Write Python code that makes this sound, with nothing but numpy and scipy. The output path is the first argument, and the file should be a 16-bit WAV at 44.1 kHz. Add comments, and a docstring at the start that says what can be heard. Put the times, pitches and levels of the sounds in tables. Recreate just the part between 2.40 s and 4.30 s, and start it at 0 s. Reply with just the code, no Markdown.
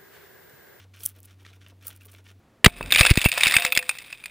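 """Explosion in the desert

A charge explodes in open desert, a few metres from a small cased camera on the ground. A sharp
crack and then the shock wave overload the microphone, and a rumble rolls away. Falling stones and
sand excite the resonant modes of the case, soft clods thump against it, a piece of metal rings
faintly, and the patter thins out."""
import sys
import numpy as np
from scipy import signal
from scipy.fft import rfft, irfft, next_fast_len
from scipy.io import wavfile

SR = 44100
rng = np.random.default_rng(int(sys.argv[2]) if len(sys.argv) > 2 else 0)


def inscribe(sig):
    """Save sig as 16-bit PCM at rate SR to the path in sys.argv[1].

    A 1-D sig is mono; a 2-D sig holds one channel per row.
    Samples are clipped to [-1, 1] before scaling.
    """
    pcm = np.round(np.clip(np.atleast_2d(sig).T, -1, 1) * 32767)
    wavfile.write(sys.argv[1], SR, pcm.astype(np.int16))


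N = 83790
TIME = np.arange(N) / SR


def from_db(db):
    """Amplitude grows tenfold for every 20 dB."""
    return 10 ** (np.asarray(db) / 20)


def unit_rms(x):
    """Normalisation to a mean power of one."""
    return x / np.sqrt(np.mean(x ** 2) + 1e-20)


def envelope(curve):
    """Amplitude envelope through (seconds, dB) points, silent before the first."""
    return from_db(np.interp(TIME, *np.transpose(curve), left=-200))


def add(out, start, sound):
    """Superposition: a sound adds to the mix from its start in seconds."""
    i = int(start * SR)
    out[i:i + len(sound)] += sound[:N - i]


def colour(x, spectrum, treble_db=0, low_mid_db=0):
    """Minimum-phase filter of unit power through (Hz, dB) points, with treble and low-middle gains."""
    size = 2 * next_fast_len(len(x))
    octave = np.log2(np.maximum(np.fft.rfftfreq(size, 1 / SR), 1))
    hz, db = np.transpose(spectrum)
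    corners = np.log2([200, 600, 1100, 2000, 3500, 6000])
    tone_db = np.interp(octave, corners, [0, low_mid_db, low_mid_db, 0, 0, treble_db])
    magnitude = unit_rms(from_db(np.interp(octave, np.log2(hz), db) + tone_db))
    cepstrum = irfft(np.log(magnitude))
    cepstrum[1:size // 2] *= 2  # folding onto positive time makes the filter causal
    cepstrum[size // 2 + 1:] = 0
    return irfft(rfft(x, size) * np.exp(rfft(cepstrum)))[:len(x)]


def resonator(impulses, hz, t60):
    """Damped oscillator: a unit impulse starts a unit sine that falls 60 dB in t60 seconds."""
    r, w = from_db(-60 / (t60 * SR)), 2 * np.pi * hz / SR
    return signal.lfilter([0, np.sin(w)], [1, -2 * r * np.cos(w), r * r], impulses + 1e-18)


def burst(t, hold, release):
    """Noise of set energy that holds, then decays exponentially."""
    shape = np.exp(-np.maximum(t - hold, 0) / release)
    noise = rng.standard_normal(len(t)) * shape
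    return noise * np.std(shape) / np.std(noise)


# Spectrum of still desert air. Each row: frequency in Hz, relative level in dB.
AIR_SPECTRUM = [(25, -9.5), (120, -5.5), (400, -11), (1500, -20.5), (5000, -33), (16000, -42)]


def air():
    """Ambient noise: a faint, steady floor with most of its power at low frequencies."""
    return from_db(-60) * colour(rng.standard_normal(N), AIR_SPECTRUM)


# Course of the blast's rumble. Each row: time in seconds, level in dB.
RUMBLE_LEVELS = [(0.26, -49), (0.33, -50.5), (0.41, -41.5), (0.48, -37.5), (0.6, -40.5), (0.8, -50),
                 (0.95, -57), (1.1, -45), (1.35, -69), (1.9, -67)]
# Spectrum of the rumble. Each row: frequency in Hz, relative level in dB.
RUMBLE_SPECTRUM = [(20, -3), (42, 7), (66, -3), (130, -7), (300, -9.5), (700, -19), (2000, -27),
                   (4000, -51), (8000, -87)]


def rumble():
    """Amplitude-modulated low noise: the blast swells and fades as it rolls over open ground."""
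    return envelope(RUMBLE_LEVELS) * colour(rng.standard_normal(N), RUMBLE_SPECTRUM)


# Modes of a piece of metal. Each row: frequency in Hz, time to fall 60 dB in seconds.
METAL_MODES = [(506, 0.41), (698, 0.39)]
# Knocks on it. Each row: start in seconds, lower mode's level in dB, upper mode's level in dB.
METAL_KNOCKS = [(0.265, -63, -45), (0.62, -34, -39.5), (0.925, -47, -42.5), (0.977, -57.5, -52),
                (1.184, -44.5, -31.5), (1.25, -34, -48), (1.39, -42, -49)]


def metal():
    """Free vibration: each knock excites two damped modes in a different balance."""
    out = np.zeros(N)
    for start, *levels_db in METAL_KNOCKS:
        for (hz, t60), db in zip(METAL_MODES, levels_db):
            decay = from_db(-60 * TIME / t60)
            add(out, start, from_db(db) * np.sin(2 * np.pi * hz * TIME) * decay)
    return out


# Modes of the case. Each row: frequency in Hz, relative level in dB, time to fall 60 dB in seconds.
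CASE_MODES = [(1880, -8.5, 0.022), (2224, -4.5, 0.034), (2442, -2, 0.052), (2597, -1, 0.053),
              (3330, -2.5, 0.0094), (3647, -8, 0.034), (4630, -15.5, 0.03), (7150, -15, 0.015),
              (8300, -7.5, 0.028), (9525, -4.5, 0.04), (14670, -6, 0.043)]
# Broad response of the case to a contact. Each row: frequency in Hz, relative gain in dB.
CASE_RESPONSE = [(100, -22.5), (360, -30.5), (560, -12), (1100, -9.5), (1600, -3), (2550, 0.5), (3100, -6),
                 (3650, -2), (4150, -8), (5000, -8.5), (5950, -24), (6950, -12.5), (7900, -14.5),
                 (9400, -15.5), (10100, -16.5), (10900, -32), (12100, -78), (13300, -27), (14550, -16.5),
                 (15100, -22), (16000, -58)]
# Fall of sand and grit. Each row: time in seconds, level in dB.
SAND_LEVELS = [(0.27, -33.5), (0.32, -50.5), (0.41, -47), (0.495, -46), (0.53, -29.5), (0.6, -27),
               (0.7, -23.5), (0.735, -40.5), (0.78, -29.5), (0.83, -33), (0.905, -38.5), (0.93, -31),
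               (0.96, -28.5), (1.07, -25), (1.1, -27), (1.17, -26), (1.21, -31.5), (1.26, -28.5),
               (1.32, -44), (1.42, -46), (1.58, -44), (1.75, -49), (1.9, -54.5)]


def sand(grains_per_s=900, spread_db=3, crumble_s=0.00079, detune=0.028):
    """Shot noise: grains crumble at random on five spots of the case, each ringing at its own pitches."""
    ticks, rings = np.zeros(N), np.zeros(N)
    spots = np.linspace(-1, 1, 5)
    for spot in spots:
        sizes = from_db(spread_db * np.minimum(rng.exponential(1, N), 4))
        grains = sizes * (rng.random(N) < grains_per_s / len(spots) / SR)
        impulses = grains * rng.choice([-1, 1], N)
        ticks += signal.fftconvolve(impulses, burst(TIME[:SR // 100], 0, crumble_s))[:N]
        for hz, db, t60 in CASE_MODES:
            gain = from_db(db - 1.5 * (hz > 5000))
            rings += gain * resonator(grains * rng.standard_normal(N), hz * (1 + detune * spot), t60)
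    ticks = colour(ticks, CASE_RESPONSE, treble_db=1, low_mid_db=2)
    return envelope(SAND_LEVELS) * unit_rms(unit_rms(ticks) + from_db(2) * unit_rms(rings))


def contact(t, snap_delay_s=0.0007, tick_s=0.0007):
    """Impact excitation: a stone touches, snaps down a moment later and crumbles in uneven ticks."""
    snap = np.roll(burst(t, hold=0, release=0.00048), int(snap_delay_s * SR))
    smooth = burst(t, hold=0.00053, release=0.0031)
    tick_db = 4 * rng.standard_normal(len(t))
    ticks = smooth * from_db(tick_db[(t / tick_s).astype(int)])
    return ticks * np.std(smooth) / np.std(ticks) + from_db(4) * snap


# Stones striking the case. Each row: start in seconds, relative level in dB, treble score,
# low-middle score, favoured note in Hz, gain of the ringing in dB.
STONE_IMPACTS = [(0.279, -17, -8, 21, 2240, 0), (0.4101, -22, -26, 13, 2644, 2.5),
                 (0.4274, -27, -8, -17, 2630, 9), (0.4596, -21, -19, -17, 2350, -14),
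                 (0.5053, -17, -16, -24, 2495, 0), (0.5112, -13, -8, -35, 2180, 0),
                 (0.5221, 4, -15.5, -26.5, 3630, -2.5), (0.538, -14, -4, -33, 3300, 6),
                 (0.54, -15, -6, -30, 3040, -8), (0.5471, -2.5, -9, -50, 2284, 3),
                 (0.5591, 4, -24, -32, 2380, -8), (0.573, -14, -11, -21, 2950, 9.5),
                 (0.5816, 0, -23, -30, 3230, -5), (0.5858, -2.5, -14, -40, 4450, -13),
                 (0.5889, -6.5, -16, -20, 3570, 4), (0.593, -2, -19, -24, 2410, 6.5),
                 (0.6006, -2.5, -6, -33, 3940, -3), (0.609, 8.5, -17, -21.5, 3590, -24),
                 (0.6116, 3, -14, -13, 2585, -2.5), (0.631, -13, -6, -9, 2620, 11),
                 (0.6506, 1.5, -21, -22, 2650, -2.5), (0.6625, -3, -14, -29, 3460, 0),
                 (0.6665, 2.5, -16, -30, 2606, -2.5), (0.6945, -10, -26, -28, 2220, 6),
                 (0.702, -4.5, -15, -41, 2780, 2), (0.7101, 0, -14, -25, 2520, -3),
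                 (0.7134, -4, -16, -33, 2400, -21), (0.7381, -16, -12, -34, 2430, -7),
                 (0.7557, -14, -8, -18, 2570, -0.5), (0.7729, -0.5, -18.5, -58, 2640, -1.5),
                 (0.7863, -18, -12, -24, 2260, 5), (0.8153, -6.5, -8, -42, 2670, -21),
                 (0.8215, -13.5, -16, -30, 3450, -4), (0.8427, -7, -8, -14, 2420, 0),
                 (0.851, -5.5, -24, -27, 2695, 7), (0.8594, -6.5, -11, -17, 2285, 7),
                 (0.8634, -14.5, -27, -32, 2760, 11.5), (0.8862, -15.5, -17, -22, 2440, 9),
                 (0.8921, -17.5, -21, -36, 2680, 5), (0.9168, -7.5, -13, -69, 2420, -4),
                 (0.9254, -8.5, -18, -29, 2580, -10), (0.9762, -9, -33, -8, 1747, -4),
                 (0.9787, -4, -10, -19, 718, -8.5), (1.0087, -6, -14, -48, 2370, 5.5),
                 (1.019, -17, -16, -28, 2330, -8), (1.0339, 5.5, -25, -28, 3690, -3),
                 (1.045, -9.5, -16, -28, 2980, -1), (1.0582, -6.5, -29, -21, 2706, 7),
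                 (1.069, -1, -12, -35, 2220, 2), (1.0779, -2, -18, -38, 2300, -13),
                 (1.081, -4, -8, -29, 3520, -7), (1.11, -7.5, -19, -38, 1920, -0.5),
                 (1.1211, -4.5, -9, -21, 2470, -17), (1.1401, -2.5, -30, -23, 2100, 4.5),
                 (1.154, -17.5, -11, 16, 2606, 16), (1.1657, 4.5, -9.5, -25, 2580, 2.5),
                 (1.1842, -10.5, -18, -6, 2050, 1), (1.2215, -11, -15, -15, 2570, 3.5),
                 (1.2494, 0, -7, -18.5, 2630, -5.5), (1.2626, -9.5, -19, -54, 2507, 2.5),
                 (1.3221, -7.5, -8.5, -13, 2524, 6.5), (1.3281, -12.5, -26, -17, 2520, -20),
                 (1.3506, -11, -2, -30, 3420, 2.5), (1.363, -10, -17, -14, 2240, 3),
                 (1.374, 3.5, -7.5, -40, 5150, -12), (1.3903, -16.5, -12, -12, 2655, 12.5),
                 (1.426, -18.5, -20, -18, 1820, -0.5), (1.4923, -4.5, -9.5, -26, 2470, 3),
                 (1.5109, -21.5, -13, -13, 2600, 6.5), (1.585, -19, -6, -53, 3430, -18),
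                 (1.7262, -19, -19, -27, 2540, 0.5), (1.8388, -26, -21, -30, 2466, 5),
                 (1.8577, -16.5, -10, -30, 2473, -1.5)]


def stones(rise_s=0.0007, note_decay_s=0.0048, scatter_db=6):
    """Modal response: each stone crunches and sets the case ringing; the spot struck favours one note."""
    out, t = np.zeros(N), TIME[:SR // 10]
    hz, mode_db, t60 = np.transpose(CASE_MODES)[:, :, None]
    is_treble = hz > 5000
    detune = np.where(is_treble, 0.0197, 0.014)
    for start, db, treble, low_mid, note_hz, ring_db in STONE_IMPACTS:
        treble_db, low_mid_db = 0.42 * (treble + 18.5), 0.56 * (low_mid + 25.5)
        crunch = colour(contact(t), CASE_RESPONSE, treble_db, low_mid_db)
        gains = from_db(mode_db + scatter_db * rng.standard_normal(hz.shape) + treble_db * is_treble)
        struck_hz = hz * (1 + detune * rng.standard_normal(hz.shape))
        phase = 2 * np.pi * (struck_hz * t + rng.random(hz.shape))
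        modes = gains / np.linalg.norm(gains) * np.sin(phase) * from_db(-60 * t / t60)
        note = from_db(1.5) * np.sin(2 * np.pi * note_hz * t) * np.exp(-t / note_decay_s)
        ringing = from_db(ring_db) * (modes.sum(0) + note)
        attack = np.minimum(t / rise_s, 1)
        add(out, start, from_db(db - 11.5) * attack * (crunch + ringing))
    return out


# The shock wave, its echoes and the clods. Each row: start, rise and fall in seconds, level in dB.
PRESSURE_PULSES = [(0.264, 0.0016, 0.0035, 8.5), (0.278, 0.0012, 0.0013, -21),
                   (0.4096, 0.0003, 0.00035, -13.5), (0.608, 0.0024, 0.0044, -3),
                   (0.7100, 0.0027, 0.0041, 5), (0.7753, 0.001, 0.0025, -4.5),
                   (0.8594, 0.00031, 0.0044, -2.5), (1.067, 0.00035, 0.0036, -23),
                   (1.1645, 0.0005, 0.0049, -20), (1.249, 0.0014, 0.0017, -27),
                   (1.3742, 0.00053, 0.0014, -22)]


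def pressure_pulses():
    """A one-sided pressure pulse, rising faster than it falls, is heard as a thump; dust spatters too."""
    out, t = np.zeros(N), TIME[:SR // 20]
    for start, rise, fall, db in PRESSURE_PULSES:
        swell = np.sin(np.interp(t, [0, rise, rise + fall], [0, np.pi / 2, np.pi])) ** 2
        spatter = from_db(-28) * burst(t, hold=0, release=0.0021)
        add(out, start, from_db(db) * (spatter - swell))
    return out


# Spectrum of the explosion through the case. Each row: frequency in Hz, relative level in dB.
BLAST_SPECTRUM = [(100, -5.5), (500, -3.5), (900, -12), (2100, -2), (3700, -5.5), (4900, -3), (6000, -36),
                  (7500, -7.5), (9600, -6), (12000, -84), (14600, 0), (15800, -68)]
# The crack and the shock front. Each row: start in seconds, level in dB, hold and release in seconds,
# treble gain in dB, note of the shaken case in Hz, that note's relative level in dB.
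BLAST_FRONTS = [(0.2441, -4.5, 0.0043, 0.0031, -3.5, 2834, -4),
                (0.2597, 1.5, 0.0058, 0.0014, -20, 1993, -5)]


def explosion():
    """Shock excitation: two broadband fronts, a few milliseconds each, shake a note from the case."""
    out, t = np.zeros(N), TIME[:SR // 10]
    for start, db, hold, release, treble_db, note_hz, note_db in BLAST_FRONTS:
        crack = colour(burst(t, hold, release), BLAST_SPECTRUM, treble_db)
        decay = np.exp(-np.maximum(t - hold, 0) / release)
        note = from_db(note_db) * np.sin(2 * np.pi * note_hz * t) * decay
        add(out, start, from_db(db) * (crack + note))
    return out


def scene():
    """Superposition: all sources sum at one microphone, the same in both channels."""
    pressure = explosion() + pressure_pulses() + stones() + sand() + metal() + rumble() + air()
    return np.tile(pressure, (2, 1))


def record(dry):
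    """Saturation and band limiting: peaks flatten, and a low cut makes each pulse swing back."""
    overload, full_scale = 1.04, 0.85
    low_cut = signal.butter(1, 40, "high", fs=SR, output="sos")
    high_cut = signal.cheby2(16, 62, 16500, fs=SR, output="sos")
    saturated = dry / (1 + (dry / overload) ** 6) ** (1 / 6)
    clipped = np.clip(signal.sosfilt(low_cut, saturated), -full_scale, full_scale)
    return signal.sosfilt(high_cut, clipped)


dry = scene()
out = record(dry)
inscribe(out)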